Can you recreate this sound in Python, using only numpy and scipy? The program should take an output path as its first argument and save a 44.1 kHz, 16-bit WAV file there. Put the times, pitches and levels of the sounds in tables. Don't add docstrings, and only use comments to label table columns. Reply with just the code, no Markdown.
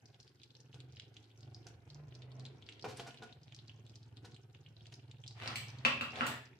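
import sys
import numpy as np
from scipy import signal
from scipy.fft import next_fast_len
from scipy.io import wavfile
from scipy.ndimage import uniform_filter1d

SR = 44100
rng = np.random.default_rng(int(sys.argv[2]) if len(sys.argv) > 2 else 0)


def wav_record(signal):
    frames = np.transpose(np.atleast_2d(signal))
    bounded = np.clip(frames, -1, 1)
    quanta = np.round(bounded * 32767).astype(np.int16)
    wavfile.write(sys.argv[1], SR, quanta)


N = 290612


def gain_of(db):
    return 10 ** (np.asarray(db) / 20)


def evened(x):
    return x / np.sqrt(np.mean(x ** 2) + 1e-20)


def read(points, hz):
    f, value = np.transpose(points)
    return np.interp(np.log(hz + 1), np.log(f + 1), value)


def add(mix, s, sound):
    part = mix[..., max(round(s * SR), 0):][..., :sound.shape[-1]]
    part += sound[..., :part.shape[-1]]


def follow(rows):
    s, *columns = np.transpose(rows)
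    t = np.arange(s[0], s[-1], 1 / SR)
    return s[0], [np.interp(t, s, c) for c in columns]


# frequency in Hz, likeness from 0 to 1.
EAR_LIKENESS = [(100, 0.76), (250, 0.86), (600, 0.61), (1500, 0.066), (10000, 0.018)]


def blend_ears(left, other, hz):
    same = np.clip(read(EAR_LIKENESS, hz), -1, 1)[:, None]
    return np.array([left, same * left + np.sqrt(1 - same ** 2) * other])


def noise(spectrum, patchy_db, size=512):
    frames = N * 4 // size + 5
    hz = np.fft.rfftfreq(size, 1 / SR)
    a, b, c, d, patches = rng.standard_normal((frames, len(hz), 5)).T
    patches = uniform_filter1d(patches, size=6, axis=0)
    patches = evened(uniform_filter1d(patches, size=20, axis=1))
    grains = blend_ears(a + 1j * b, c + 1j * d, hz)
    grains = grains * gain_of(read(spectrum, hz)[:, None] + patchy_db * patches)
    return evened(signal.istft(grains, nperseg=size, noverlap=size * 3 // 4)[1][:, :N])


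def struck(modes, crowd):
    t = np.arange(SR // 5) / SR
    hz, db, t60 = np.repeat(np.transpose(modes), 9, axis=1)[:, :, None]
    share, detune, phase = rng.standard_normal((3, len(hz), 1))
    level = gain_of(db + 3 * share - 60 * t / t60)
    partials = level * np.sin(2 * np.pi * hz * (1 + crowd * detune) * t + phase)
    ring = partials.sum(0) * np.minimum(t / 0.00067, 1)
    return ring / abs(ring).max()


def crack(t60, low_hz, high_hz):
    t = np.arange(SR // 10) / SR
    burst = rng.standard_normal(len(t)) * gain_of(-60 * t / t60)
    edges = np.clip([low_hz, high_hz], 50, 20000)
    return signal.sosfilt(signal.butter(2, edges, "band", fs=SR, output="sos"), burst)


# frequency in Hz, time to fall 60 dB in seconds.
KITCHEN_DECAY = [(250, 0.58), (1000, 0.43), (3000, 0.47), (8000, 0.33), (15000, 0.33)]


def kitchen(x):
    taps = np.zeros((2, SR))
    at = np.arange(200, SR - 20, 20) + rng.integers(0, 20, (2, (SR - 201) // 20))
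    np.put_along_axis(taps, at, rng.choice([-1., 1.], at.shape), 1)
    hz, t, z = signal.stft(taps, SR, nperseg=256)
    z = blend_ears(z[0], z[1], hz)
    decay = gain_of(-60 * t / read(KITCHEN_DECAY, hz)[:, None])
    tail = signal.istft(z * decay, SR, nperseg=256)[1]
    return signal.fftconvolve(x[None], tail / np.linalg.norm(tail[0]), axes=1)[:, :N]


# frequency in Hz, width in Hz, relative strength in dB.
BASS_MODES = [(74.7, 2.2, -17), (87.3, 10, -1.5), (111.46, 4.3, 10), (125.4, 13.3, 7), (146, 7.9, 0.5)]
# time in seconds, firing rate in Hz.
GEARS = [
    [(0, 18.6), (1.15, 22), (1.75, 22.7), (1.9, 24), (2.82, 27.3)],
    [(2.8, 18), (3.3, 18.6), (5.7, 18.5), (6.0, 17.8), (6.59, 17.7)],
]
# time in seconds, level in dB.
ENGINE_LEVEL = [(0.0, -59.5), (0.45, -64.5), (0.81, -53), (1.3, -62), (1.47, -51.5), (1.82, -59),
                (2.0, -51), (2.18, -53.5), (2.42, -49), (2.7, -64), (2.88, -53), (3.16, -61), (3.76, -54.5),
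                (4.6, -58), (5.8, -49.5), (6.13, -56.5), (6.29, -49.5), (6.59, -66)]


def engine():
    out = np.zeros(N)
    order = np.arange(3, 14)[:, None]
    for rows in GEARS:
        s, (firing_hz,) = follow(rows)
        count = len(firing_hz)
        pull = sum(gain_of(db) / (1 + (2 * (order * firing_hz - f) / width) ** 2)
                   for f, width, db in BASS_MODES)
        waver = uniform_filter1d(rng.standard_normal((len(order), count // 64 + 1)), size=120, axis=1)
        waver = np.repeat(evened(waver), 64, axis=1)[:, :count]
        pull = pull * gain_of(5 * waver)
        start_phase = 2 * rng.standard_normal((len(order), 1))
        tones = pull * np.sin(2 * np.pi * order * np.cumsum(firing_hz) / SR + start_phase)
        sound = tones.sum(0) / np.sqrt((pull ** 2).sum(0) / 2)
        add(out, s, sound * signal.windows.tukey(count, .02))
    level = gain_of(np.resize(follow(ENGINE_LEVEL)[1][0], N))
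    return out * level * gain_of([[-.7], [.7]])


# time in seconds, level in dB.
MURMUR_LEVEL = [(0.0, -61.5), (0.48, -66), (2.29, -57.5), (3.14, -59), (3.38, -63), (4.94, -64),
                (5.45, -62.5), (5.87, -61), (6.22, -54.5), (6.41, -74), (6.59, -56.5)]
# frequency in Hz, relative level in dB per Hz.
MURMUR_COLOUR = [(100, 1), (199, -3.5), (310, -3), (400, -2.5), (599, -14.5), (734, -10.5), (1160, -22),
                 (2500, -20.5), (3250, -28.5), (5500, -120)]


def murmur(throb):
    level = gain_of(np.resize(follow(MURMUR_LEVEL)[1][0], N))
    return level * (1 + 0.63 * throb) * noise(MURMUR_COLOUR, patchy_db=2.74, size=2048)


# frequency in Hz, relative level in dB per Hz.
HISS_COLOUR = [(880, -18), (1500, 6.5), (2670, -28), (2860, -6), (3830, -9), (14600, -17.5), (15500, -48)]
HISS_DB = -78.5


def burner():
    return gain_of(HISS_DB) * noise(HISS_COLOUR, patchy_db=2)


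def pop(hz, cycles, glide):
    turns = np.arange(220) / SR * hz
    sound = np.sin(2 * np.pi * turns * (1 + glide * turns)) * turns ** 2 * np.exp(-turns / cycles)
    return sound / abs(sound).max()


# start in seconds,
# level in dB of the tick before scattering, pitch in Hz.
CLEAR_POPS = [(0.0573, -46, 4840), (0.1444, -51, 3040), (0.2293, -51, 4530), (0.4164, -52, 3630),
              (0.2015, -43.5, 4700), (0.278, -47.5, 3900), (0.434, -42, 3700), (0.505, -49, 3630),
              (0.5515, -46, 3800), (0.604, -47, 5200), (0.7295, -50, 2840), (0.7437, -45.5, 3520),
              (0.8034, -44, 3470), (0.924, -49, 4800), (0.9502, -59, 2870), (1.1417, -52, 4100),
              (0.9604, -54, 4620), (0.9693, -43.5, 3150), (0.9978, -35.5, 3560), (1.0208, -48, 3700),
              (1.167, -42.5, 3180), (1.3758, -52.5, 5530), (1.2419, -51.5, 3720), (1.314, -54, 3160),
              (1.4073, -46.5, 4700), (1.4309, -44.5, 4100), (1.5462, -40, 4820), (1.6687, -43, 5500),
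              (1.9016, -45.5, 4030), (1.946, -45, 4900), (2.1239, -51, 2860), (2.1513, -43.5, 4900),
              (2.2206, -45, 3460), (2.318, -47.5, 3820), (2.3967, -42.5, 4430), (2.453, -38.5, 3650),
              (2.6653, -47, 4040), (2.6244, -48.5, 3350), (2.6888, -37, 2850), (2.724, -41.5, 3670),
              (2.7952, -44.5, 3580), (2.8245, -40, 4700), (2.8446, -40.5, 2780), (2.972, -37.5, 7750),
              (2.997, -36.5, 3100), (3.1074, -46.5, 2950), (3.1438, -48, 3020), (3.1738, -45, 3560),
              (3.2243, -43.5, 3540), (3.2932, -51.5, 2700), (3.3258, -44.5, 3650), (3.481, -47.5, 3320),
              (3.4326, -50.5, 4730), (3.523, -45.5, 2940), (3.5471, -40, 5050), (3.695, -46.5, 2840),
              (3.589, -44, 3690), (3.68, -46, 4300), (3.8653, -49, 3500), (3.896, -47, 4330),
              (3.9566, -41, 4900), (4.03, -50, 4200), (4.1704, -43.5, 3800), (4.252, -49, 3820),
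              (4.319, -48, 3780), (4.345, -48, 3800), (4.364, -48.5, 3000), (4.5482, -46, 2870),
              (4.6626, -51.5, 2850), (4.7664, -48.5, 3870), (4.808, -48.5, 3220), (4.8568, -48, 2770),
              (4.868, -44.5, 3970), (4.9227, -48, 3120), (4.94, -40, 4850), (4.995, -52, 2680),
              (5.1133, -44.5, 3280), (5.238, -45, 3040), (5.2636, -45, 3480), (5.278, -34.5, 5050),
              (5.309, -46.5, 3970), (5.4761, -28, 4570), (5.684, -42.5, 5300), (5.6925, -42, 4100),
              (5.786, -45.5, 3900), (6.106, -43.5, 4700), (6.158, -36, 3260), (6.4556, -48, 4950),
              (6.5322, -56, 2130)]


def syrup(small_db=-66, spread_db=4.5, count=900):
    when, size, pitch = rng.random((count, 3)).T
    faint_db = small_db - spread_db * np.log(size + 0.18)
    faint = np.transpose([when * N / SR, faint_db, 6000 / 2.3 ** pitch])
    wait, weak, shift = rng.random((len(CLEAR_POPS), 3)).T
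    neighbours = CLEAR_POPS + np.transpose([.002 + .02 * wait ** 2, -4 - 12 * weak, 2500 * (shift - .3)])
    out = np.zeros((2, N))
    lag = np.arange(440) / SR
    for s, db, hz in np.vstack([CLEAR_POPS, neighbours, faint]):
        short, side, sharp, edge = rng.random(4)
        snap = gain_of(-19 + 10 * edge) * pop(5500 + 2500 * sharp, 0.79, 0)
        tick = gain_of(db) * (pop(hz, .4 + .6 * short ** 2, 0.0081) + snap)
        bounces = rng.random(len(lag)) < .08
        scatter = rng.standard_normal((2, len(lag))) * bounces * gain_of(-9.0 - 60 * lag / 0.039)
        scatter[:, 0] = gain_of(np.array([4, -4]) * (side - .5))
        for ear, sign in enumerate((1, -1)):
            ear_delay = sign * .00008 * (side - .5)
            add(out[ear], s + ear_delay, np.convolve(tick, scatter[ear]))
    return out + gain_of(-5.5) * kitchen(out.mean(0))


# start in seconds, base level in dB, scrape length in seconds,
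# level of the gritty edge in dB against the base.
SPOON_TOUCHES = [(0.742, -50.5, 0.028, -4), (1.665, -47.5, 0.014, 4), (2.842, -29, 0.024, -10),
                 (2.875, -54, 0.059, 16), (2.959, -57, 0.08, 18.5), (2.996, -36.5, 0.011, 0.5),
                 (3.064, -39.5, 0.032, -0.5), (3.072, -41, 0.01, 0), (3.22, -41, 0.012, -9),
                 (3.229, -40, 0.017, -2.5), (4.245, -46, 0.019, 3), (4.923, -56.5, 0.0097, 12)]
# frequency in Hz, relative level in dB, time to fall 60 dB in seconds.
PAN_MODES = [(337, -14.5, 0.157), (466, 7.5, 0.021), (730, 9.5, 0.022), (1463, -2, 0.073),
             (2397, -13.5, 0.085), (5850, -19, 0.091)]


def spoon():
    out = np.zeros(N)
    t = np.arange(SR // 10) / SR
    for s, db, length, edge_db in SPOON_TOUCHES:
        length = max(length, .002)
        press = np.exp(-(t / length) ** 3) * (1 - np.exp(-t / (.25 * length)))
        rattle = press * rng.standard_normal(len(t)) * (rng.random(len(t)) < .02)
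        rattle[0] = 2
        ring = signal.fftconvolve(struck(PAN_MODES, crowd=.006), rattle)
        dull_rub = press * crack(0.19, 140, 1600)
        gritty_edge = press * crack(0.47, 1030, 5430)
        add(out, s, gain_of(db - 3.5) * ring / abs(ring).max())
        add(out, s, gain_of(db - 4) * dull_rub)
        add(out, s, gain_of(db + edge_db - 5.5) * gritty_edge)
    return out + gain_of(-2.5) * kitchen(out)


# start in seconds, swell in seconds, hold in seconds, rubbing level in dB.
DRAGS = [(5.351, 0.13, 0.025, -50.5), (5.585, 0.15, 0.57, -66), (6.131, 0.082, 0.064, -46.5)]
# frequency in Hz, relative level in dB per Hz.
RUB_COLOUR = [(88, -38), (150, -0.5), (948, 6.5), (3100, 2.5), (7500, -16), (15500, -36)]
DRAG_FADE_DB_PER_S = 313


def drag_strength():
    strength = np.zeros(N)
    t = np.arange(SR) / SR
    for s, swell, hold, db in DRAGS:
        fade_db = DRAG_FADE_DB_PER_S * np.maximum(t - swell - hold, 0)
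        add(strength, s, np.sqrt(np.minimum(t / swell, 1)) * gain_of(db - fade_db))
    slips = np.repeat(rng.exponential(1, N // 90 + 1), 90)[:N]
    return strength * evened(uniform_filter1d(gain_of(3.5 * slips), size=40))


# start in seconds, level of the ring in dB before panning and room,
# then body, jingle and clack in dB against the ring.
SET_DOWNS = [(5.4346, -70, 8, 3, 9), (5.475, -35.5, 1, -32, -0.5), (5.557, -38, -10, -2, 6),
             (5.8498, -13, -5.5, -55, -11.5), (6.01, -26.5, -1, -23, -8.5), (6.2085, -26, 6.5, -41, -21),
             (6.233, -47.5, 16.5, -32, -25), (6.266, -43.5, -9, 7.5, 12)]
# frequency in Hz, relative level in dB, time to fall 60 dB in seconds.
BODY_MODES = [(250, -3.5, 0.2), (551, -1.5, 0.077), (1163, 8.5, 0.026), (1363, 18, 0.014),
              (1597, 11.5, 0.014), (1832, -3, 0.12)]
RING_MODES = [(2520, -3, 0.04), (2640, -2, 0.06), (2720, 2, 0.08), (2950, -4, 0.04)]
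JINGLE_MODES = [(7700, 20, 0.031), (7470, -18, 0.012), (11600, -13, 0.064), (11550, -31, 0.074),
                (11800, -13.5, 0.06), (16500, -16, 0.041)]
CUP_MODES = [(2350, -2, .04), (3155, 0, .05), (4124, -4, .03)]
CUP_S, CUP_DB = 5.5568, -32
LEFT_LEAD = 20


def dishes():
    blows = np.zeros(N)
    for s, db, body_db, jingle_db, clack_db in SET_DOWNS:
        add(blows, s, gain_of(db) * struck(RING_MODES, crowd=.013))
        add(blows, s, gain_of(db + body_db) * struck(BODY_MODES, crowd=.025))
        add(blows, s, gain_of(db + jingle_db) * struck(JINGLE_MODES, crowd=0.05))
        add(blows, s, gain_of(db + jingle_db - 7) * crack(0.06, 5500, 20000))
        add(blows, s, gain_of(db + clack_db) * crack(0.07, 1800, 4800))
    add(blows, CUP_S, gain_of(CUP_DB) * struck(CUP_MODES, crowd=.02))
    rubbing = noise(RUB_COLOUR, patchy_db=1.5, size=256) * drag_strength()
    direct = np.array([blows, np.roll(blows, LEFT_LEAD)]) * gain_of([[.6], [-.6]])
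    return direct + gain_of(2.0) * kitchen(blows + rubbing[0]) + rubbing


def scene():
    hum = engine()
    beat = abs(signal.hilbert(hum[0], next_fast_len(N))[:N])
    throb = beat / (uniform_filter1d(beat, size=8000) + 1e-9) - 1
    return hum + murmur(throb) + burner() + syrup() + spoon() + dishes()


def record(dry):
    z = signal.stft(dry, nperseg=512, noverlap=384)[2]
    power = uniform_filter1d((abs(z) ** 2).mean(0), size=30, axis=0)
    power_db = 10 * np.log10(uniform_filter1d(power, size=12, axis=1) + 1e-16)
    quiet_db = np.percentile(power_db, 15, axis=1, keepdims=True)
    cut_db = .45 * np.clip(power_db - quiet_db - 9, -14, 0)
    cleaned = signal.istft(z * gain_of(cut_db), nperseg=512, noverlap=384)[1][:, :N]
    thin = signal.sosfilt(signal.butter(6, 70, "high", fs=SR, output="sos"), cleaned)
    treble_limit = signal.firwin(511, 15700, window=("kaiser", 9), fs=SR)
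    return signal.oaconvolve(thin, treble_limit[None], "same")


dry = scene()
out = record(dry)
wav_record(out)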